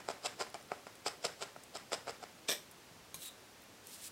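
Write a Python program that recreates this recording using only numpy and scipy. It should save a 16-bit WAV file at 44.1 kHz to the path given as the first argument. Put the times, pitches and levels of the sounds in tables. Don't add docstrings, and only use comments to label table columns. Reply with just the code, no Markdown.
import sys
import numpy as np
from scipy import signal
from scipy.fft import rfft, irfft
from scipy.io import wavfile

SR = 44100
rng = np.random.default_rng(int(sys.argv[2]) if len(sys.argv) > 2 else 0)


def ratio_of_db(decibels):
    return 10 ** (np.asarray(decibels, float) / 20)


def master(y):
    cut = np.clip(np.atleast_2d(y).T, -1, 1)
    pcm = np.round(cut * 32767)
    wavfile.write(sys.argv[1], SR, pcm.astype(np.int16))


N = 181251

# time in seconds, peak of the pad thud in dB, peak of the needle tick in dB.
HARD_SNAGS = [(0.0868, -23, -29), (0.1018, -31.5, -40), (0.2476, -39, -39), (0.2593, -43, -24.5),
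              (.411, -29.5, -36), (0.43, -46, -37), (.543, -33.5, -31.5), (.556, -39.5, -48),
              (0.7175, -23, -38), (.868, -34.5, -44.5), (1.0627, -24.5, -37), (1.0787, -39, -32),
              (1.2448, -27, -42), (1.2529, -26.5, -27), (1.409, -39, -40), (1.4234, -29.5, -29.5),
              (1.5624, -37, -54), (1.751, -38, -34), (1.77, -41, -36), (1.9192, -28, -46),
              (1.931, -24, -22.5), (2.0717, -33.5, -46), (2.079, -30, -38.5), (2.0945, -31.5, -34),
              (2.231, -37, -60), (2.238, -34.5, -40), (2.4878, -35, -25), (2.4922, -29.5, -26),
              (2.504, -35, -22), (2.517, -39, -24), (2.5248, -45, -33)]
PARK_S = 2.4


def ring(x, hz, width):
    centre = min(hz, 0.45 * SR)
    quality = hz / min(width, 0.4 * SR)
    return signal.lfilter(*signal.iirpeak(centre, quality, SR), x)


def body(x, modes):
    def shape(v):
        total = 0
        for k, (hz, width, db) in enumerate(modes):
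            twice = ring(ring(v, hz, 1.55 * width), hz, 1.55 * width)
            total = total + (-1) ** k * ratio_of_db(db) * twice
        return total

    response = shape(signal.unit_impulse(4096))
    noise_gain = np.sqrt(np.sum(response ** 2))
    return shape(x) / noise_gain, np.abs(response).max() / noise_gain


def crackle(rate, spread_db, smooth):
    when = rng.random(N)
    sign = np.sign(rng.standard_normal(N))
    size = np.minimum(rng.exponential(size=N), 2.5)
    x = (when < rate / SR) * sign * ratio_of_db(spread_db * size)
    x = x / np.sqrt(np.mean(x ** 2)) + smooth * rng.standard_normal(N)
    return x / np.sqrt(1 + smooth ** 2)


def curves(rows):
    t = np.arange(N) / SR
    s, *columns = np.transpose(rows)
    inside = (t >= s[0]) * (t <= s[-1])
    return [ratio_of_db(np.interp(t, s, db)) * inside for db in columns]


def lag(x, seconds):
    keep = np.exp(-1 / (max(seconds, 1e-4) * SR))
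    return signal.lfilter([1 - keep], [1, -keep], x)


def fade(t, t60):
    return np.exp(-np.log(1000) * t / t60)


def air():
    # frequency in Hz, density in dB per Hz before the whole is set to its level.
    spectrum = [(15, -49), (25, -21), (91, -6), (161, -7.5), (200, -5.5), (352, -6), (542, -6), (587, -8),
                (5820, -16.5), (15800, -27)]
    level_db = -58.5
    hz, db = np.transpose(spectrum)
    f = np.maximum(np.fft.rfftfreq(N, 1 / SR), 1)
    colour = ratio_of_db(np.interp(np.log(f), np.log(hz), db))
    x = irfft(rfft(rng.standard_normal(N)) * colour, N)
    return ratio_of_db(level_db) * x / np.sqrt(np.mean(x ** 2))


def room(x):
    level_db, t60_low_s, t60_high_s = -13, 0.38, 0.33
    t = np.arange(SR // 2) / SR
    noise = rng.standard_normal(len(t))
    low = signal.lfilter(*signal.butter(1, 2000, fs=SR), noise)
    tail = low * ratio_of_db(-60 * t / t60_low_s) + (noise - low) * ratio_of_db(-60 * t / t60_high_s)
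    tail *= np.clip(t / 0.01, 0, 1)
    tail /= np.sqrt(np.sum(tail ** 2))
    return ratio_of_db(level_db) * signal.fftconvolve(x, tail)[:N]


def bumps():
    level_db, rate, hands_off_s = -71.5, 25, 3.2
    on = np.arange(N) / SR < hands_off_s
    knocks = crackle(rate, spread_db=4.5, smooth=0.24) * on
    return ratio_of_db(level_db) * body(knocks, [(151, 110, 0)])[0]


def clicks():
    # start in seconds, peak in dB, centre in Hz, time in seconds for its noise to fall 60 dB.
    ticks = [(0.501, -45.5, 9000, 0.0086), (.612, -45, 4000, .008), (0.627, -47, 7500, .01),
             (0.954, -46, 8000, .012), (1.636, -44, 8400, 0.022), (2.106, -40, 8000, 0.0074),
             (2.712, -45, 9900, 0.032), (3.62, -48, 13500, .008), (3.638, -48, 14000, .01),
             (3.8702, -38, 9800, 0.011), (3.883, -44, 8000, .006)]
    out, t = np.zeros(N), np.arange(SR // 4) / SR
    for s, db, hz, t60 in ticks:
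        tick = ring(rng.standard_normal(len(t)) * fade(t, t60), hz, 0.38 * hz)
        i = int(s * SR)
        out[i:i + len(t)] += (ratio_of_db(db) * tick / np.abs(tick).max())[:N - i]
    return out


def ring_tap():
    # frequency in Hz, relative level in dB, time in seconds to fall 60 dB.
    modes = [(164, -16.5, 0.1), (1055, -11.5, 0.05), (2370, -9, 0.027), (3900, -3.5, 0.013),
             (4130, -20, .2), (6500, -1, 0.021), (8900, -3, .008), (9800, -3.5, 0.019), (10600, -14, .07),
             (11500, -2, 0.0091), (13500, -13, .008)]
    start_s, peak_db = 3.1436, -25.5
    out, t = np.zeros(N), np.arange(SR // 4) / SR
    tap = sum(ratio_of_db(db) * fade(t, t60) * np.sin(2 * np.pi * hz * t) for hz, db, t60 in modes)
    i = int(start_s * SR)
    out[i:i + len(t)] += ratio_of_db(peak_db) * tap / np.abs(tap).max()
    return out


def rubbing(gain, rings, rate):
    return body(crackle(rate, spread_db=-3.0, smooth=0.42) * gain, rings)[0]


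def palms():
    # time in seconds, level in dB.
    slide = [(3.84, -66), (3.88, -58.5), (3.945, -51), (3.97, -58.5), (4.005, -56), (4.04, -48.5),
             (4.08, -49), (4.095, -66), (4.11, -75)]
    # resonance in Hz, width in Hz, relative level in dB.
    rings = [(5050, 2300, -1.5), (8700, 2800, 0.5), (14000, 3000, -7), (2960, 2200, -4.5)]
    return rubbing(*curves(slide), rings, rate=12000)


def fingers():
    # time in seconds, level in dB.
    slide = [(3.146, -46), (3.18, -61), (3.21, -54), (3.235, -47), (3.245, -52), (3.26, -46.5),
             (3.288, -53.5), (3.297, -66), (3.33, -72)]
    # resonance in Hz, width in Hz, relative level in dB.
    rings = [(3600, 1600, -9), (9500, 930, 3.5), (12300, 780, -16), (14400, 300, -9), (8000, 10000, -5)]
    return rubbing(*curves(slide), rings, rate=4000)


def squeak():
    # time in seconds, pitch in Hz, level of the lower partial in dB.
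    glide = [(3.19, 3900, -68), (3.23, 3900, -60), (3.265, 3820, -54.5), (3.29, 3810, -52),
             (3.315, 3820, -64)]
    octave_db, width_hz = -2.5, 60
    t = np.arange(N) / SR
    s, hz, _ = np.transpose(glide)
    phase = 2 * np.pi * np.cumsum(np.interp(t, s, hz)) / SR
    flutter = signal.lfilter(*signal.butter(1, width_hz / 2, fs=SR), rng.standard_normal((4, N)))
    flutter /= flutter.std()
    first = flutter[0] * np.cos(phase) + flutter[1] * np.sin(phase)
    octave = flutter[2] * np.cos(2 * phase) + flutter[3] * np.sin(2 * phase)
    octave *= t < s[-2]
    return curves(glide)[1] * (first + ratio_of_db(octave_db) * octave)


def needle(gains, snags, bodies, rate, spread_db, smooth, fray_s):
    tear = crackle(rate, spread_db, smooth)
    decay = np.exp(-1 / (fray_s * SR))
    power = signal.lfilter([np.sqrt(1 - decay ** 2)], [1, -decay], tear ** 2)
    fraying = np.sqrt(power) * rng.standard_normal(N)
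    fraying /= fraying.std()

    start, t = (snags[:, 0] * SR).astype(int), np.arange(128) / SR
    pushes = -signal.unit_impulse(len(t)) * np.ones((len(snags), 1))
    frays = pushes + rng.standard_normal(pushes.shape) * np.exp(-t / (2 * fray_s))
    frays /= np.sqrt(np.sum(frays ** 2, axis=1, keepdims=True))

    out = 0
    for column, gain, modes, shapes, drive in zip((1, 2), gains, bodies, (pushes, frays), (tear, fraying)):
        hits = np.zeros(N)
        np.add.at(hits, start[:, None] + np.arange(len(t)), shapes * ratio_of_db(snags[:, [column]]))
        struck, peak = body(hits, modes)
        out = out + struck / peak + body(drive * gain, modes)[0]
    return out


def needle_in_foam():
    # time in seconds, crunch level in dB.
    park = [(2.474, -60), (2.481, -50), (2.486, -33), (2.494, -32), (2.503, -36.5), (2.517, -33),
            (2.54, -43.5), (2.547, -46), (2.6, -65), (2.64, -78)]
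    # resonance in Hz, width in Hz, relative level in dB.
    pad, steel, cells = [(298, 300, -7), (550, 220, 3.5), (715, 220, -2), (1160, 440, -6.5)], [(1820, 255, 1), (2340, 127, 1.5), (3400, 860, 0),
                                              (5630, 700, -0.5), (8180, 1280, -4.5), (11000, 2300, -26)], [(12550, 1600, 10), (15000, 1500, -6)]
    thud_db, thud_lag_s, fizz_db, fizz_lag_s = -10, 0.0037, -11, 0.0085
    crunch, = curves(park)
    thud = ratio_of_db(thud_db) * lag(crunch, thud_lag_s)
    fizz = rubbing(ratio_of_db(fizz_db) * lag(crunch, fizz_lag_s), cells, rate=3300)
    snags = np.array(HARD_SNAGS)
    snags = snags[snags[:, 0] > PARK_S]
    return fizz + needle((thud, crunch), snags, (pad, steel), rate=1300, spread_db=1.5, smooth=0.3, fray_s=0.00048)


def strokes():
    # deepest push in seconds, rise in seconds, stop in seconds after the deepest push,
    # pad thud in dB, fibre crunch in dB (both at the deepest push).
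    jabs = [(-.01, .02, 0.021, -47, -56.5), (0.099, 0.038, 0.017, -41.5, -46),
            (.258, 0.033, 0.012, -37.5, -37), (.408, 0.027, 0.016, -36, -41),
            (0.546, 0.0032, 0.013, -42, -60), (0.72, 0.036, .019, -45.5, -59),
            (.87, .005, 0.0084, -51, -56.5), (1.064, .016, 0.02, -39, -36.5),
            (1.248, 0.023, .021, -38.5, -36.5), (1.425, 0.04, 0.015, -42.5, -43.5),
            (1.562, 0.0066, .0039, -44.5, -86), (1.755, .024, .018, -44.5, -46.5),
            (1.929, 0.023, 0.023, -39, -39), (2.086, 0.032, 0.023, -42.5, -49),
            (2.235, 0.043, 0.0065, -49.5, -54.5)]
    rise_db, stop_s, pull_s, pull_fade_s = -25, 0.004, 0.059, 0.025
    thud_sag_db, crunch_sag_db = -8, -4
    t, gains = np.arange(N) / SR, np.zeros((3, N))
    for s, rise, stop, thud_db, crunch_db in jabs:
        pull_db = -54.5 + 0.65 * ((thud_db + crunch_db) / 2 + 46)
        times = [-2 * rise, -rise, 0, stop, stop + stop_s]
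        press, push = (ratio_of_db(np.interp(t - s, times, [-60, rise_db, 0, sag_db, -60]))
                       for sag_db in (thud_sag_db, crunch_sag_db))
        pull = np.interp(t - s - stop, [-stop, 0, pull_s, pull_s + pull_fade_s], [0.0054, 0.83, 0.35, 0.0048])
        gains += ratio_of_db(np.array([[thud_db], [crunch_db], [pull_db]])) * np.array([press, push, pull])
    return gains


def needle_in_wool():
    # resonance in Hz, width in Hz, relative level in dB.
    pad, steel, pull_rings = [(165, 133, -13.5), (409, 133, -2.5), (712, 233, 2), (1046, 136, -9),
                              (1286, 226, -2), (2276, 520, -13)], [(3050, 1200, -2.5), (4065, 650, -1), (5073, 690, 3.5),
                                           (7550, 890, -1), (8530, 1000, -7), (10960, 6600, -18.5),
                                           (5800, 8700, -17.5)], [(755, 820, 2.5), (1940, 1100, 2),
                                                                   (4180, 5200, -7), (7300, 7500, -15.5)]
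    thud, crunch, pull = strokes()
    snags = np.array(HARD_SNAGS)
    snags = snags[snags[:, 0] <= PARK_S]
    jabbing = needle((thud, crunch), snags, (pad, steel), rate=1500, spread_db=4.0, smooth=0.43, fray_s=0.00069)
    return jabbing + rubbing(pull, pull_rings, rate=5000)


def scene():
    near = bumps() + clicks() + ring_tap()
    near += palms() + fingers() + squeak()
    near += needle_in_foam() + needle_in_wool()
    return (near + room(near) + air())[None]


def low_pass(x):
    return signal.sosfilt(signal.butter(12, 16440, fs=SR, output="sos"), x)


def record(dry):
    steep = signal.ellip(10, 0.2, 60, 15850, fs=SR, output="sos")
    mix = signal.sosfilt(steep, dry)
    return low_pass(mix)


dry = scene()
out = record(dry)
master(out)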